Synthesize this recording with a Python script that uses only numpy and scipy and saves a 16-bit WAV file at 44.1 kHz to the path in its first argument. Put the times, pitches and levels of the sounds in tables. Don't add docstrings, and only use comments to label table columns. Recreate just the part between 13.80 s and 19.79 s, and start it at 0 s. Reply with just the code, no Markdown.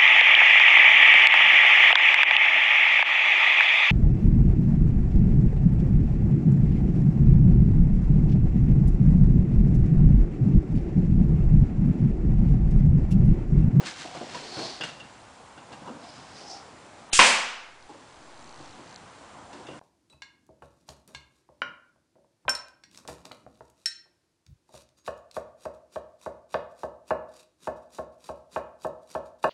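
import sys
import numpy as np
from scipy import signal
from scipy.io import wavfile
from scipy.ndimage import uniform_filter1d, minimum_filter1d

SR = 44100
rng = np.random.default_rng(int(sys.argv[2]) if len(sys.argv) > 2 else 0)


def undo_db(level):
    steps = np.asarray(level, float) / 20
    return 10 ** steps


def master_out(mix):
    frames = np.transpose(np.atleast_2d(mix))
    ceiling = np.clip(frames, -1, 1)
    pcm = np.round(ceiling * 32767).astype(np.int16)
    wavfile.write(sys.argv[1], SR, pcm)


N = 264326

# freq_hz, level_db (per Hz)
HUM_COLOUR = [(12, -63), (20, -28), (43, -20.5), (63, -3), (130, -0.5), (178, -16), (213, -2), (419, -5),
              (824, 1), (1100, -2.5), (4350, -21.5), (7510, -20), (10000, -25.5), (13000, -97),
              (22000, -120)]
# peak_s, level_db, rise_s, fall_s
FOCUS_RUNS = [
    (4.027, -55, .05, .02),
    (4.3, -68, 1.5, 1.5),
    (4.72, -57, .35, .3),
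    (4.9, -60, .6, .15),
    (5.14, -57, .2, .05),
    (5.162, -50, .04, .005),
]
# freq_hz, width_hz, level_db
LENS_MODES = [(4350, 850, 0), (6050, 700, -3), (8200, 600, -16)]
# freq_hz, width_hz, level_db
WHINE = (7410, 40, -74)

# peak_s, drum_db, rustle_db, length_s
DRAGS = [(0.0, -38.5, -52.5, 0.17), (0.068, -50, -35.5, .12), (0.2, -48.5, -42.5, 0.25),
         (0.362, -44.5, -48.5, 0.22), (0.544, -51.5, -45, 0.6), (0.793, -44, -43.5, 0.35),
         (1.045, -39.5, -43.5, 0.11), (1.204, -52.5, -78, 0.35), (1.804, -61, -71, .15),
         (1.933, -44.5, -65, 0.28), (2.07, -41, -64, 0.17), (2.24, -54, -59, 0.22),
         (2.377, -49.5, -58, 0.55), (2.57, -60, -55, .2), (2.787, -75, -64, 0.47), (3.193, -68, -67, .3),
         (4.112, -74, -60.5, 0.7), (4.417, -61, -72, 0.28), (4.607, -60, -71, 0.26),
         (4.856, -55.5, -62, 0.77), (5.11, -53, -65, 0.36), (5.375, -57, -70, 0.37), (5.57, -51, -79, 0.42),
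         (5.75, -52, -61.5, 0.21), (5.926, -49, -67, 0.5)]
# time_s, pitch_hz
GRIP_NOTE = [(0, 365), (.35, 316), (.65, 429), (1.2, 276), (1.92, 332), (2.15, 242), (2.45, 270),
             (2.62, 445), (4.2, 393), (4.9, 333), (5.6, 273), (5.8, 359), (5.99, 250)]
# freq_hz, width_hz, level_db
BOARD_MODES = [(139, 76, -3), (290, 129, 2.5), (501, 48, -6), (717, 100, -7), (990, 203, -7.5),
               (1558, 116, -10)]
# freq_hz, level_db (per Hz)
RUSTLE_COLOUR = [(530, -23), (900, -12.5), (1570, -6), (2460, -7), (3080, -7), (4420, -8.5), (7620, -15.5),
                 (10000, -26), (13000, -57), (22000, -120)]
# peak_s, level_db, rise_s, fall_s, centre_hz
SKIN_SLIDES = [
    (.55, -57, 0.72, 0.74, 4800),
    (.86, -39, 0.35, 0.24, 4260),
    (2.3, -55, .2, 0.4, 4670),
    (2.58, -50, 0.13, 0.26, 4670),
    (2.71, -44, 0.09, 0.13, 5050),
    (2.77, -50, 0.17, 0.047, 4930),
]
# peak_s, level_db, rise_s, fall_s, pitch_hz
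SQUEAKS = [
    (.62, -60, 0.2, .2, 4410),
    (.83, -45, 0.37, 0.2, 4340),
    (2.3, -62, .1, .3, 5020),
    (2.58, -61, .1, .2, 4920),
    (2.73, -54, .1, 0.089, 5280),
]
# peak_s, level_db, rise_s, fall_s, pitch_hz
HOSE_RUBS = [
    (.26, -41, 0.035, .1, 727),
    (.34, -46, 0.065, 0.24, 730),
    (.43, -43, 0.11, .06, 715),
    (.81, -42.5, 0.28, 0.29, 760),
    (1.96, -47.5, 0.078, 0.052, 820),
    (2.288, -48, 0.11, 0.053, 667),
    (2.72, -45, 0.15, 0.2, 780),
]
# time_s, level_db, pitch_hz, contact_s
KNOCKS = [(.249, -30.5, 713, 0.02), (.347, -32.5, 325, 0.016), (0.41, -29, 543, 0.034),
          (.553, -32, 270, 0.015), (.768, -30.5, 290, 0.02), (.79, -29.5, 655, 0.073),
          (0.854, -33, 350, 0.0096), (2.02, -36.5, 255, .0091), (2.078, -34.5, 495, 0.042),
          (2.092, -33, 222, .028), (4.093, -31, 860, 0.028), (4.142, -38.5, 518, .018),
          (4.797, -38.5, 313, 0.023), (4.986, -40, 354, 0.032), (3.330, -23.5, 850, 0.0013),
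          (5.739, -38.5, 350, 0.064), (5.799, -39, 350, 0.012)]
# time_s, wood_db, metal_db, click_db, wood_pitch_hz
CLACKS = [(0.546, -29.5, -53, -33.5, 960), (1.001, -35, -54, -58, 570), (1.009, -33, -25, -32, 1500),
          (1.036, -35, -25, -24.5, 606), (1.086, -37, -38, -33, 270), (1.199, -40, -35.5, -44, 228),
          (1.776, -41, -41.5, -51, 1500), (1.92, -56, -55, -42, 844), (1.928, -47, -46, -38.5, 820),
          (2.075, -32, -45, -46, 1050), (5.73, -41, -47, -41, 895), (5.868, -51, -45, -41, 900),
          (5.885, -33, -41, -52, 335), (5.911, -37, -44.5, -60, 388), (5.932, -44, -47, -60, 280)]
# freq_hz, width_hz, level_db
MAGAZINE_MODES = [(1500, 120, -7), (2070, 90, -10), (2740, 110, 0), (2910, 150, -2), (3300, 300, -10),
                  (3700, 140, -14), (4680, 140, -16)]

# time_s, level_db
AIR_FLOW = [
    (3.314, -82),
    (3.318, -37),
    (3.322, -57),
    (3.328, -28.5),
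    (3.333, -18),
    (3.345, -24),
    (3.39, -29),
    (3.47, -14),
    (3.5, -70),
]
# freq_hz, level_db (per Hz)
AIR_COLOUR = [(530, -53), (900, -31), (995, -16), (1400, -5.5), (1970, -6.5), (2650, 3.5), (3510, 2.5),
              (3960, -0.5), (4790, 1.5), (7390, 3), (10000, -2.5), (13000, -59), (22000, -120)]
# time_s, level_db
BLOWS = [
    (3.3898, -13),
    (3.3908, 1),
    (3.3926, -6),
    (3.3983, -2),
    (3.413, -5.5),
    (3.4226, -11),
    (3.428, -13),
]
# freq_hz, level_db (per Hz)
BLOW_COLOUR = [(35, -56), (60, -31), (151, -17.5), (239, -6), (283, -12), (404, -7), (440, -14.5),
               (509, -1), (577, -5), (1060, -0.5), (1310, -5), (2560, 2), (3970, -8.5), (4320, -8.5),
               (9000, -15), (11700, -41), (19800, -120)]
# freq_hz, width_hz, level_db
STRUCK_MODES = [(500, 25, 0), (907, 38, 13.5), (1050, 110, 11.5), (1500, 72, 13.5), (2030, 44, -22),
                (2630, 58, -2), (2890, 40, 8), (3920, 140, -9.5), (4800, 260, 8)]

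# freq_hz, t60_s
ROOM_DECAY = [(60, 0.15), (130, 0.75), (250, 0.55), (700, 0.65), (1400, 0.76), (2500, 0.64), (5000, 0.64),
              (8000, 0.49), (11000, 0.36)]
# delay_s, level_db
WALLS = [
    (.0065, -9),
    (.0195, -8),
    (.030, -8),
    (.0375, -10),
    (.058, -14),
    (.081, -15),
    (.112, -19),
]

# time_s, jump_fullscale, settling_s
JUMPS = [
    (3.334, 0.037, 0.031),
    (3.389, -0.05, 0.028),
]
# time_s, steps_made
GAIN_STEPS = [
    (3.575, 0),
    (3.74, 5),
    (3.895, 9),
    (3.993, 11),
    (4.065, 12),
    (4.31, 12),
    (4.94, 28),
]
# time_s, offset_fullscale
DRIFT = [
    (3.45, 0),
    (3.51, .003),
    (3.6, .001),
    (4.0, .0002),
    (4.3, 0),
    (4.5, -.003),
    (4.9, -.003),
    (5.0, 0),
]
# peak_s, level_db, rise_s, fall_s
TABLE_BUMPS = [
    (.65, -53, 0.078, 0.033),
    (.85, -62, .1, 0.092),
]

BOARD_BAND = signal.butter(2, [110, 1500], "band", fs=SR, output="sos")


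def evened(x):
    return x / np.sqrt(np.mean(x ** 2) + 1e-20)


def read(points, hz):
    f, value = np.transpose(points)
    return np.interp(np.log(hz + 1), np.log(f + 1), value)


def add(mix, s, sound):
    part = mix[round(s * SR):][:len(sound)]
    part += sound[:len(part)]


def swells(rows):
    s, db, rise, fall = np.transpose(rows)[:4, :, None]
    late = np.arange(0, N, 32) / SR - s
    lateness = np.maximum(-late / np.maximum(rise, 1e-3), late / np.maximum(fall, 1e-3))
    gain = undo_db(db - 20 * lateness)
    return np.repeat(np.sqrt((gain ** 2).sum(0)), 32)[:N]


def glide(rows):
    return np.interp(np.arange(N) / SR, *np.transpose(rows)[[0, -1]])


def resonate(x, hz, width):
    turn = np.exp(2j * np.pi * np.cumsum(hz * np.ones(len(x))) / SR)
    r = np.exp(-np.pi * width / SR)
    smooth = signal.lfilter([1 - r], [1, -r], x / turn + 1e-18)
    return 2 * (turn * smooth).real


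def body(x, modes):
    return sum((-1) ** k * undo_db(db) * resonate(x, hz, width) for k, (hz, width, db) in enumerate(modes))


def colour(x, spectrum):
    half = np.log(undo_db(read(spectrum, np.fft.rfftfreq(4096, 1 / SR))))
    log_gain = np.r_[half, half[-2:0:-1]]
    phase = signal.hilbert(log_gain).imag
    taps = np.fft.ifft(np.exp(log_gain - 1j * phase)).real[:2048]
    return signal.oaconvolve(x, taps)[:len(x)]


def gritty(grain_db, size):
    flicker = evened(uniform_filter1d(rng.standard_normal(N), size))
    return rng.standard_normal(N) * undo_db(grain_db * flicker)


def hum():
    hz = np.fft.rfftfreq(1024, 1 / SR)
    a, b, patches = rng.standard_normal((N // 256 + 5, 513, 3)).T
    patches = evened(uniform_filter1d(uniform_filter1d(patches, 10, 0), 12, 1))
    z = (a + 1j * b) * undo_db(read(HUM_COLOUR, hz)[:, None] + 1.2 * patches)
    return undo_db(-50.5) * evened(signal.istft(z, nperseg=1024, noverlap=768)[1][:N])


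def focus():
    first_s, ticks_per_s = 4.6932, 59.93
    count = np.floor((np.arange(N) / SR - first_s) * ticks_per_s)
    steps = np.diff(count, prepend=0) > 0
    jolts = steps * rng.uniform(.7, 1.3, N)
    ticks = sum(undo_db(db) * resonate(resonate(jolts, hz, width), hz, width) for hz, width, db in LENS_MODES)
    hz, width, db = WHINE
    whine = undo_db(db) * evened(resonate(rng.standard_normal(N), hz, width))
    return evened(ticks) * swells(FOCUS_RUNS) + whine


def drumming():
    chatter = gritty(1.3, size=200)
    note = evened(resonate(chatter, glide(GRIP_NOTE), 114))
    board = evened(body(chatter, BOARD_MODES))
    drum = evened(signal.sosfilt(BOARD_BAND, board + undo_db(-2.0) * note))
    strokes = swells([(s, db, 0.35 * length, length) for s, db, _, length in DRAGS])
    return drum * (undo_db(-63.5) + strokes)


def rustling():
    rustle = evened(colour(gritty(1.7, size=60), RUSTLE_COLOUR))
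    strokes = swells([(s, db + 1.5, 0.35 * length, length) for s, _, db, length in DRAGS])
    return rustle * (undo_db(-63) + strokes)


def skin():
    grit = gritty(0.97, size=120)
    pitch_hz, centre_hz = glide(SQUEAKS), 1.027 * glide(SKIN_SLIDES)
    squeak = evened(resonate(resonate(grit, pitch_hz, 300), pitch_hz, 300))
    hiss = evened(resonate(resonate(grit, centre_hz, 2200), centre_hz, 1600))
    return squeak * swells(SQUEAKS) + hiss * swells(SKIN_SLIDES)


def hose():
    hz = glide(HOSE_RUBS)
    note = resonate(resonate(gritty(0.55, size=300), hz, 160), hz, 160)
    return evened(note) * swells(HOSE_RUBS)


def knocks():
    out, t = np.zeros(N), np.arange(6000) / SR
    touches = [(*row, 0.013) for row in CLACKS]
    for s, db, hz, contact_s in KNOCKS:
        click_db = db - 10 - 300 * contact_s
        touches.append((s, db, db - 23, click_db, hz, contact_s))
    for s, wood_db, metal_db, click_db, hz, contact_s in touches:
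        contact = rng.standard_normal(len(t)) * np.exp(-t / contact_s)
        wood = signal.sosfilt(BOARD_BAND, resonate(contact, hz, 100) + .5 * body(contact, BOARD_MODES))
        metal = body(contact, MAGAZINE_MODES)
        click = colour(contact, RUSTLE_COLOUR)
        parts = [(wood_db, wood), (metal_db, metal), (click_db, click)]
        add(out, s, sum(undo_db(db) * part / abs(part).max() for db, part in parts))
    return out


def air():
    flow_db = np.interp(np.arange(N) / SR, *np.transpose(AIR_FLOW), -120, -120)
    return evened(colour(gritty(1.5, size=40), AIR_COLOUR)) * undo_db(flow_db)


def blow():
    force, t = np.zeros(N), np.arange(1500) / SR
    for s, db in BLOWS:
        add(force, s, undo_db(db) * rng.standard_normal(len(t)) * np.exp(-t / 0.0016))
    crack = colour(force, BLOW_COLOUR)
    return undo_db(16.0) * (crack + body(crack, STRUCK_MODES))


def slam():
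    bang = np.zeros(N)
    add(bang, BLOWS[1][0], np.ones(1))
    return colour(bang, BLOW_COLOUR)


def room(x):
    taps = np.zeros(SR)
    at = np.arange(130, SR - 10, 10) + rng.integers(0, 10, (SR - 131) // 10)
    taps[at] = rng.choice([-1., 1.], len(at))
    hz, t, z = signal.stft(taps, SR, nperseg=256)
    decay = undo_db(-60 * t / read(ROOM_DECAY, hz)[:, None])
    tail = signal.istft(z * decay, SR, nperseg=256)[1]
    tail = tail / np.linalg.norm(tail)
    for s, db in WALLS:
        add(tail, s, undo_db([db - 8.5]))
    return signal.fftconvolve(x, tail)[:N]


def scene():
    tool = knocks()
    near = tool + drumming() + rustling() + skin() + hose() + air() + blow()
    far = undo_db(2.5) * air() + undo_db(41.0) * slam() + undo_db(-11) * tool
    return (near + room(far) + hum() + focus())[None]


def ducked(dry):
    power_db = 10 * np.log10(abs(uniform_filter1d(dry[0] ** 2, 300)) + 1e-12)
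    fall = 22.0 * np.arange(N) / SR
    held_db = np.maximum.accumulate(power_db + fall) - fall
    over_db = np.maximum(held_db + 20, 0)
    return dry / undo_db(0.43 * uniform_filter1d(over_db, 200)) + undo_db(-65.5) * rng.standard_normal(N)


def creep():
    t = np.arange(N) / SR
    steps = np.interp(t, *np.transpose(GAIN_STEPS))
    since_s = steps % 1 / np.maximum(np.gradient(steps) * SR, 1)
    climb = .036 * uniform_filter1d(since_s, size=150)
    return climb + np.interp(t, *np.transpose(DRIFT))


def input_offset():
    late = [np.arange(N) / SR - s for s, _, _ in JUMPS]
    jumps = sum(jump * np.exp(-np.maximum(t, 0) / settle) * np.clip(t / 0.0009, 0, 1)
                for t, (_, jump, settle) in zip(late, JUMPS))
    bumps = evened(resonate(rng.standard_normal(N), 25, 5.2)) * swells(TABLE_BUMPS)
    return jumps + creep() + bumps


def masked(x):
    hz, _, z = signal.stft(x, SR, "cosine", nperseg=512, noverlap=256)
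    band = np.arange(len(hz)) // 5
    power = np.add.reduceat(abs(z) ** 2, np.arange(0, len(hz), 5), axis=0)
    nearby = -minimum_filter1d(-power, size=5, axis=1)
    strong = power > nearby * undo_db(-2 * 8)
    keep = strong[band] | (hz < 4200)[:, None]
    return signal.istft(z * keep, SR, "cosine", nperseg=512, noverlap=256)[1][:N]


def top_cut(x):
    return signal.sosfilt(signal.butter(12, 11320, fs=SR, output="sos"), x)


def record(dry):
    x = .96 * np.tanh((ducked(dry) + input_offset()) / .96)
    low_pass = signal.firwin(511, 10220, window=("kaiser", 9), fs=SR)
    mix = signal.oaconvolve(masked(x[0])[None], low_pass[None], "same")
    return top_cut(mix)


dry = scene()
out = record(dry)
master_out(out)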